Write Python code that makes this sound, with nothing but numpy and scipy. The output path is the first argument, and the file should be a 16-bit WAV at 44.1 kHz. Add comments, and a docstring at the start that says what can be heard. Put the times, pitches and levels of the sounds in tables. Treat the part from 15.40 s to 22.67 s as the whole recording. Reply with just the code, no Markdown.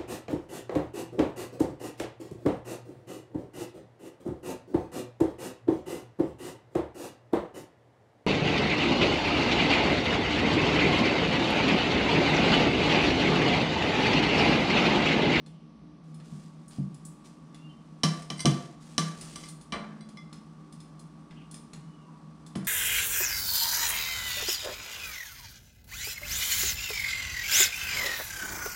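"""Steel tongs clack and skid on a hand-held ceramic plate as they lift fried fish from a paper towel.
Filtered noise bursts make the cracks of contact, and banks of decaying sines make steel and plate ring.
Dishes bump the counter with low booms, small dry steel ticks sound, and tiny impulses rustle as crust.
A few faint gliding tones squeak; wavering motor tones and a rush of air hum underneath.
Noise tails give the small kitchen's echo, and the extreme top is cut."""
import sys
import numpy as np
from scipy import signal
from scipy.fft import rfft, irfft, next_fast_len
from scipy.io import wavfile
from scipy.ndimage import uniform_filter1d

SR = 44100
rng = np.random.default_rng(int(sys.argv[2]) if len(sys.argv) > 2 else 0)


def waveform_to_disk(signal):
    """Save audio, clipped to [-1, 1], as 16-bit WAV at the path in sys.argv[1]."""
    frames = np.transpose(np.atleast_2d(signal))
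    scaled = np.clip(frames, -1, 1) * 32767
    samples = np.round(scaled).astype(np.int16)
    wavfile.write(sys.argv[1], SR, samples)


N = 320607
T = np.arange(N) / SR  # scene time in seconds
AGE = T[:int(.8 * SR)]  # time since a blow in seconds; every hit and echo is cut at 0.8 s
BURST = SR / 100  # samples in 10 ms, the reference length for the level of a blow

# Spectrum of the crust's crackle, also lent to clicks and grit. Each row: frequency in Hz, level in dB.
CRUST_SPECTRUM = [(300, 10), (1500, 0), (4000, 2.5), (6500, 2), (9500, 0.5), (11200, -11.5), (15000, -23)]
# Steel scoops of the tongs, ringing on after a touch.
# Each row: frequency in Hz, relative level in dB, decay by 60 dB in seconds.
SCOOP_MODES = [(4030, -7.5, 0.36), (4690, -1, 0.065), (4800, -13, 0.41), (5868, -1.5, 0.044),
               (8420, 5, 0.037), (8300, -6, 0.2), (9640, -0.5, 0.09)]


def undb(db):
    """Decibels to gain."""
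    return 10 ** (np.asarray(db) / 20)


def unit(x):
    """Scale to rms 1."""
    return x / np.sqrt(np.mean(x ** 2))


def blow(x, db):
    """Give a transient the energy of a 10 ms burst at this level."""
    return x * undb(db) * np.sqrt(BURST / np.sum(x ** 2))


def fade(t60):
    """Exponential decay, falling 60 dB in t60 seconds."""
    return np.exp(-np.log(1000) * AGE / max(t60, 1 / SR))


def lookup(points, hz):
    """Read a table on a log-frequency axis."""
    f, value = np.transpose(points)
    return np.interp(np.log(hz), np.log(f), value)


def colour(x, db_of_hz):
    """Filter causally to the given dB response, with the minimum phase found from its cepstrum."""
    size = 2 * next_fast_len(len(x))
    hz = np.maximum(np.arange(size // 2 + 1) * SR / size, 1)
    cepstrum = irfft(np.log(undb(db_of_hz(hz))))
    # fold the cepstrum onto positive time
    cepstrum[1:size // 2] *= 2
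    cepstrum[size // 2 + 1:] = 0
    response = np.exp(rfft(cepstrum))
    return irfft(rfft(x, size) * response)[:len(x)]


def noise(points, size):
    """Noise with a given spectrum, at rms 1."""
    return unit(colour(rng.standard_normal(size), lambda hz: lookup(points, hz)))


def soft(hz, corner_hz):
    """A soft contact lasts longer and loses the treble: dB response, 12 dB per octave past the corner."""
    return -10 * np.log10(1 + (hz / corner_hz) ** 4)


def walk(rate):
    """Smooth random wander of rms 1, taking this many steps per second."""
    k = int(SR / rate)
    steps = np.repeat(rng.standard_normal(N // k + 1), k)
    return unit(uniform_filter1d(steps, k)[:N])


def grains(per_s, spread_db):
    """Random tiny impulses, of uneven size where there is a spread."""
    fires = rng.random(N) < per_s / SR
    sign = rng.choice([-1, 1], N)
    return fires * sign * undb(spread_db * np.minimum(rng.exponential(size=N), 5))


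def presses(rows, attack_s, release_s):
    """Hand pressure: each press builds up, holds until its length is over and dies away."""
    out = 0
    for start, length, db in rows:
        rise = np.clip((T - start) / attack_s, 0, 1)
        release = np.exp(-np.maximum(T - start - length, 0) / release_s)
        out = out + undb(db) * rise * release
    return out


def add(out, s, x):
    """Mix a sound in at time s."""
    i = max(int(s * SR), 0)
    out[i:i + len(x)] += x[:N - i]


def ring(modes, detune=0, scatter_db=0.88):
    """Struck modes as decaying sines; each blow shares its energy out a little differently."""
    out = 0
    for hz, db, t60 in modes:
        pitch_hz = hz * (1 + detune * rng.standard_normal())
        wave = np.sin(2 * np.pi * (pitch_hz * AGE + rng.random())) * fade(t60)
        out = out + blow(wave, db + scatter_db * rng.standard_normal())
    return out * (1 - fade(.004))  # the onset is rounded over a few ms


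def plate_ring(place):
    """The place of the blow, between face (0) and rim (1), decides which plate modes ring most."""
    # Ceramic plate. Each row: frequency in Hz, relative level in dB when struck on the face,
    # relative level in dB when struck on the rim, decay by 60 dB in seconds.
    plate_modes = [(1164, -1, -21, 0.29), (1165, 5.5, -4.5, 0.23), (5200, -20, -3, 0.11),
                   (2071, -9, -3, 0.26), (2104, -20, -1.5, 0.06), (2350, -8.5, -29, 0.12),
                   (3414, -8.5, -8.5, 0.19), (4010, -5, -23, 0.29), (4860, -7.5, -17, 0.36),
                   (5400, -17, -22, 0.2), (5922, -27, -28, .26), (6638, -11, -40, .26),
                   (9265, -18, -26, 0.3)]
    modes = []
    for hz, face_db, rim_db, t60 in plate_modes:
        modes.append((hz, np.interp(place, [0, 1], [face_db, rim_db]), t60))
    return ring(modes)


def chatter(x, length_s, rebound=0.64, count=4):
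    """The steel bounces a few times, more weakly each time; short chatter has weaker bounces."""
    out = x.copy()
    sizes = rebound ** np.arange(1, count + 1) * min(length_s / 0.013, 1)
    for k, size in enumerate(sizes):
        lag = 1 + int(length_s * SR * (k + rng.random()) / 2)
        out[lag:] += size * x[:-lag]
    return out / np.sqrt(1 + np.sum(sizes ** 2))


def clinks(crack_db=-4, crack_t60=0.12, spot_octaves=0.1, wash_t60=0.61, wash_db=-12,
           beat_db=3, beat_rate=160):
    """Tips clack and crack; plate and tongs ring amid noise for crowded weak modes that beat unevenly."""
    # Tongs meet the plate; levels are ahead of the contact filter. Each row: start in seconds,
    # clack level in dB, plate ring level in dB, tong ring level in dB, contact corner in Hz,
    # chatter time scale in seconds, place from 0 face to 1 rim, pitch favoured by the spot in Hz.
    touches = [(2.634, -21, -25.5, -45, 7300, 0.014, .05, 5400),
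               (2.9018, -32.5, -40, -53, 6160, 0.0005, .05, 3120),
               (2.993, -41.5, -45.5, -41, 11100, 0.0066, .97, 2060),
               (3.0038, -37.5, -42, -36, 12000, 0.0011, .95, 5900),
               (3.0555, -21.5, -26, -42, 7340, 0.0025, 0.18, 3240),
               (3.58, -22, -28, -47, 8150, 0.00045, .03, 1140),
               (3.958, -42.5, -44.5, -47, 13900, 0.0029, 0.39, 8000),
               (4.0355, -47.5, -47.5, -54, 7000, 0.0094, 0.97, 4800),
               (4.3222, -26.5, -32, -25.5, 2570, 0.0099, 0.56, 1470),
               (4.337, -22, -37, -53, 1270, 0.022, .4, 1100),
               (4.608, -60, -56, -49, 5030, 0.0034, 0.77, 3900),
               (4.771, -55, -46.5, -72, 7750, 0.0054, 0.72, 2150),
               (7.1533, -31, -48, -64, 1560, 0.0062, .3, 1390)]
    # Tong tips, damped by the grip. Each row: frequency in Hz, relative level in dB,
    # decay by 60 dB in seconds.
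    tip_modes = [(1056, -10.5, 0.094), (2336, -9, 0.038), (3052, 0.5, 0.017), (4032, 1.5, 0.015),
                 (4710, -4, 0.024), (5420, 0, 0.019), (5990, 3, 0.0066), (8810, -3, 0.018),
                 (9800, -4, 0.011)]
    # Spectrum of the contact crack. Each row: frequency in Hz, level in dB.
    crack_spectrum = [(150, -7.5), (500, -2), (1000, -3.5), (1700, 0), (3000, -6.5), (6000, -3.5),
                      (10000, -4), (11200, -13.5), (15000, -22.5)]
    # the softer the contact, the louder the wash ahead of the contact filter
    hard_hz, wash_lift_db_per_octave = 6940, 2.5
    # the lighter the touch, the more its spot colours it
    full_blow_db, spot_lift_db, spot_db_per_db = -25, 3.5, 0.1174

    out = np.zeros(N)
    for s, clack_db, plate_db, tongs_db, corner_hz, chatter_s, place, spot_hz in touches:
        wash_lift_db = wash_lift_db_per_octave * max(np.log2(hard_hz / corner_hz), 0)
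        lift_db = spot_lift_db + spot_db_per_db * (full_blow_db - clack_db)

        crack = noise(crack_spectrum, len(AGE)) * fade(crack_t60)
        clack = blow(ring(tip_modes), 0) + blow(crack, crack_db)

        beating = undb(beat_db * walk(beat_rate)[:len(AGE)])
        wash = noise(crack_spectrum, len(AGE)) * fade(wash_t60) * beating
        ringing = blow(plate_ring(place), plate_db) + blow(ring(SCOOP_MODES, detune=0.0043), tongs_db)
        ringing = ringing + blow(wash, clack_db + wash_db + wash_lift_db)

        build_up = 1 - fade(2 * chatter_s)  # the bounces build the ring up
        hit = blow(chatter(clack, chatter_s), clack_db) + ringing * build_up

        def contact_db(hz):
            """Treble lost to a soft contact, and a narrow lift at the spot's pitch."""
            spot = np.exp(-(np.log2(hz / spot_hz) / spot_octaves) ** 2)
            return soft(hz, corner_hz) + lift_db * spot

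        add(out, s, colour(hit, contact_db))
    return out


def skids(slips_per_s=90, pressed_t60=0.38, grit_db=-7, plate_db=-5, place=0.74):
    """Steel sticks and slips on the glaze; each gritty jerk sets tongs and plate jingling."""
    # The tips skid over the glaze. Each row: start in seconds, length in seconds, level in dB.
    slides = [(2.96, .026, -49), (3.9, 0.19, -58.5)]
    pressure = presses(slides, attack_s=0.034, release_s=0.0074)
    jingle = blow(ring(SCOOP_MODES), 0) + blow(plate_ring(place), plate_db)
    jingle = jingle * fade(pressed_t60)  # extra damping under pressure
    grit = noise(CRUST_SPECTRUM, len(AGE)) * fade(0.024)
    jerk = blow(jingle, 0) + blow(grit, grit_db)
    slips = unit(grains(slips_per_s, spread_db=0)) * pressure
    return signal.fftconvolve(slips, jerk / np.linalg.norm(jerk))[:N]


def bumps(rattle_db=-8, low_hz=120, knock_db=-2):
    """The counter booms at a pitch set by its load, with a woody knock on top that has little deep bass."""
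    # Dishes bump the counter. Each row: start in seconds, boom level in dB, boom pitch in Hz,
    # boom decay by 60 dB in seconds, contact corner of the knock in Hz.
    thuds = [(.921, -36.5, 150.5, 0.33, 196), (1.384, -23.5, 141.6, 0.27, 100),
             (2.636, -20, 158, 0.29, 1010), (2.904, -31.5, 153.6, 0.54, 786), (3.049, -20, 158, 0.15, 1400),
             (3.058, -14.5, 139.9, 0.283, 516), (3.579, -25, 161, 0.6, 900), (4.324, -31, 213, 2.5, 875),
             (7.1581, -26.5, 225, 0.11, 430), (7.166, -33, 139, 0.32, 296)]
    # Counter and stove top under a knock. Each row: frequency in Hz, relative level in dB,
    # decay by 60 dB in seconds.
    counter_modes = [(191, 2, 0.35), (225, -1, 0.2), (261, -1, 0.1), (324.5, -7, 0.27), (347, -6.5, 0.12),
                     (697, -5, 0.07)]
    rattle_spectrum = [(80, -3.5), (200, 0.0), (450, -7.0), (800, -5.5), (2000, -26.5)]  # (Hz, dB)
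    out = np.zeros(N)
    for s, db, boom_hz, t60, corner_hz in thuds:
        boom = np.sin(2 * np.pi * boom_hz * AGE) * fade(t60) * (1 - fade(.06))  # gentle onset
        rattle = noise(rattle_spectrum, len(AGE)) * fade(.25)
        knock = blow(ring(counter_modes), 0) + blow(rattle, rattle_db)
        # the second, swapped call cuts the bass below low_hz
        knock = colour(knock, lambda hz: soft(hz, corner_hz) + soft(low_hz, hz))
        add(out, s, blow(boom, db) + blow(knock, db + knock_db))
    return out


def ticks(rattle_db=0, rattle_t60=0.19, snap_db=-6, snap_t60=0.016):
    """Small dry steel ticks: noise bursts over slightly detuned modes, for snaps, touches and scrapes."""
    # Hinge snaps, light touches on the plate and short scrapes. Each row: start in seconds,
    # level in dB, tilt in dB per octave between 2 and 10 kHz.
    small_hits = [(0.062, -54, -3.5), (0.7436, -58, 2), (0.8, -53, -8.5), (1.281, -53.5, 14),
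                  (1.544, -55, 3.5), (1.651, -46.5, 13), (2.145, -52, -3), (2.821, -49, -1.5),
                  (3.8108, -41.5, 2), (4.0868, -45, 8), (4.2114, -53.5, 1.5), (4.689, -55, -2),
                  (4.9284, -48.5, -2), (5.325, -54, 2.5), (5.4026, -53, 0.5), (5.5938, -55, 5),
                  (5.9092, -50.5, -10.5), (6.1124, -48, 5.5), (6.1427, -45.5, 1), (6.333, -46, -2.5),
                  (7.064, -52, 2.5), (7.156, -44, -1.5), (7.247, -49.5, 5)]
    # Steel ring of a tick. Each row: frequency in Hz, relative level in dB, decay by 60 dB in seconds.
    tick_modes = [(3510, -1.5, 0.094), (4260, -2.5, 0.033), (5150, -2.5, 0.096), (6800, -5, 0.083),
                  (7680, -5.5, 0.062), (8980, -2, 0.053), (9500, -4.5, 0.13), (10060, -6, 0.061)]
    out = np.zeros(N)
    for s, db, tilt_db in small_hits:
        rattle = noise(CRUST_SPECTRUM, len(AGE)) * fade(rattle_t60)
        snap = noise(CRUST_SPECTRUM, len(AGE)) * fade(snap_t60)
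        steel = ring(tick_modes, detune=0.00455, scatter_db=4.5)
        tick = blow(rattle, rattle_db) + blow(snap, snap_db) + blow(steel, 0)
        tick = colour(tick, lambda hz: tilt_db * np.log2(np.clip(hz, 2000, 10000) / 10000))
        add(out, s, blow(tick, db))
    return out


def rustle(cracks_per_s=2000, spread_db=2.3):
    """Crust and paper give way in many tiny cracks, louder the harder they are pressed."""
    # The tongs squeeze or shift the fish on its paper.
    # Each row: start in seconds, length in seconds, rustle level in dB.
    grabs = [(.84, 0.22, -66.5), (1.3, 0.063, -60), (1.84, 0.025, -58.5), (2.7, 0.094, -62),
             (3.4, 0.15, -62), (3.76, 0.31, -55)]
    # Light rustle all the while the fish is handled, as one row with the same columns:
    # start in seconds, length in seconds, rustle level in dB.
    carrying = (0.63, 6.6, -74)
    cracks = colour(grains(cracks_per_s, spread_db), lambda hz: lookup(CRUST_SPECTRUM, hz))
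    return unit(cracks) * presses([*grabs, carrying], attack_s=0.011, release_s=0.021)


def squeaks(jitter_rate=900, flutter_db=3.5, flutter_rate=60, sag_per_s2=3):
    """A thin tone swells and fades on an arch of pitch; when rough it breaks up into a scrape."""
    # Faint squeaks as tongs and plate are handled. Each row: start in seconds, length in seconds,
    # middle pitch in Hz, glide from start to end in Hz, level in dB, pitch roughness as a share.
    chirps = [(0.078, 0.15, 2980, -200, -76, 0.065), (2.176, .14, 2806, 134, -67, 0.011),
              (2.29, 0.043, 3075, -130, -63.5, 0.0091), (5.951, 0.085, 2850, -200, -63.5, 0.098),
              (6.397, 0.27, 2960, -200, -75, 0.01), (6.616, 0.13, 985, -13, -62, .005)]
    out = np.zeros(N)
    for s, length, middle_hz, glide_hz, db, rough in chirps:
        along = np.linspace(-.5, .5, int(length * SR))
        sag = 1 - sag_per_s2 * (along * length) ** 2  # the pitch sags towards both ends
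        arch = middle_hz * sag + glide_hz * along
        hz = arch * (1 + rough * walk(jitter_rate)[:len(along)])
        flutter = undb(flutter_db * walk(flutter_rate)[:len(along)])
        swell = np.sqrt(np.abs(np.cos(np.pi * along))) * flutter
        tone = np.sin(2 * np.pi * np.cumsum(hz) / SR)
        add(out, s, undb(db) * unit(swell * tone))
    return out


def appliance(air_db=-53, waver_rate=22, middle_hz=(800, 1800)):
    """Wavering motor tones over a steady rush of air; the middle band swells slowly."""
    # Spectrum of the kitchen's air. Each row: frequency in Hz, level in dB.
    air_spectrum = [(25, -30), (60, 0.5), (110, -17.5), (160, 7), (230, 5.5), (320, -3.5), (450, -10),
                    (900, -14), (1250, -17), (1600, -23.5), (6100, -31.5), (6800, -44), (10000, -41.5),
                    (15000, -87)]
    # Motor tones. Each row: frequency in Hz, rms level in dB ahead of the middle-band swell,
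    # unsteadiness from 0 to 1.
    motor_tones = [(157.8, -50.5, 0.54), (229, -60.5, 0.16), (299, -62, 0.96), (1124, -70, 0.12),
                   (1182, -72.5, 0.26)]
    # Slow swell of the middle band. Each row: time in seconds, gain in dB.
    middle_swell = [(0, -4.5), (1, 1), (7.27, 4)]
    out = undb(air_db) * noise(air_spectrum, N)
    for hz, db, unsteady in motor_tones:
        # a complex swing wavers both level and phase
        swing = 1 + unsteady * (walk(waver_rate) + 1j * walk(waver_rate))
        out += undb(db) * unit(np.real(swing * np.exp(2j * np.pi * hz * T)))
    band = signal.butter(2, middle_hz, "band", fs=SR, output="sos")
    middle = signal.sosfiltfilt(band, out)
    gain = undb(np.interp(T, *np.transpose(middle_swell)))
    return out + middle * (gain - 1)


def room(x, tail_db, bright_db, bright_t60=0.58):
    """Echo from 3 ms on: a diffuse tail decaying at its own pace in each band, plus a white-noise tail."""
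    # Room decay. Each row: frequency in Hz, decay by 60 dB in seconds.
    room_decay = [(150, 0.32), (400, 0.77), (1000, 0.48), (4000, 0.39), (9000, 0.27), (15000, 0.24)]
    edges = np.geomspace(60, 18000, 10)  # band edges in Hz
    tail = 0
    for lo, hi in zip(edges, edges[1:]):
        band_filter = signal.butter(3, [lo, hi], "band", fs=SR, output="sos")
        band = signal.sosfilt(band_filter, rng.standard_normal(len(AGE)))
        tail = tail + band * fade(lookup(room_decay, np.sqrt(lo * hi)))
    bright = rng.standard_normal(len(AGE)) * fade(bright_t60)
    arrived = AGE > .003
    response = blow(tail * arrived, tail_db) + blow(bright * arrived, bright_db)
    response = response / np.sqrt(BURST)  # levels now count as echo energy against the dry sound
    return x + signal.fftconvolve(x, response)[:N]


def scene():
    """All sources in the kitchen, mixed to one channel; the appliance gets no added echo."""
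    steel = room(clinks() + skids(), tail_db=-8.0, bright_db=-19)
    counter = room(bumps(), tail_db=-8.5, bright_db=-15.0)
    small = room(ticks() + rustle() + squeaks(), tail_db=-6.0, bright_db=-8.5)
    return (steel + small + counter + appliance())[None]


def record(dry):
    """The recorder cuts the top steeply above 15.6 kHz."""
    top_cut = signal.ellip(8, .2, 80, 15600, fs=SR, output="sos")  # 0.2 dB ripple, 80 dB stopband
    return signal.sosfilt(top_cut, dry)


dry = scene()
out = record(dry)
waveform_to_disk(out)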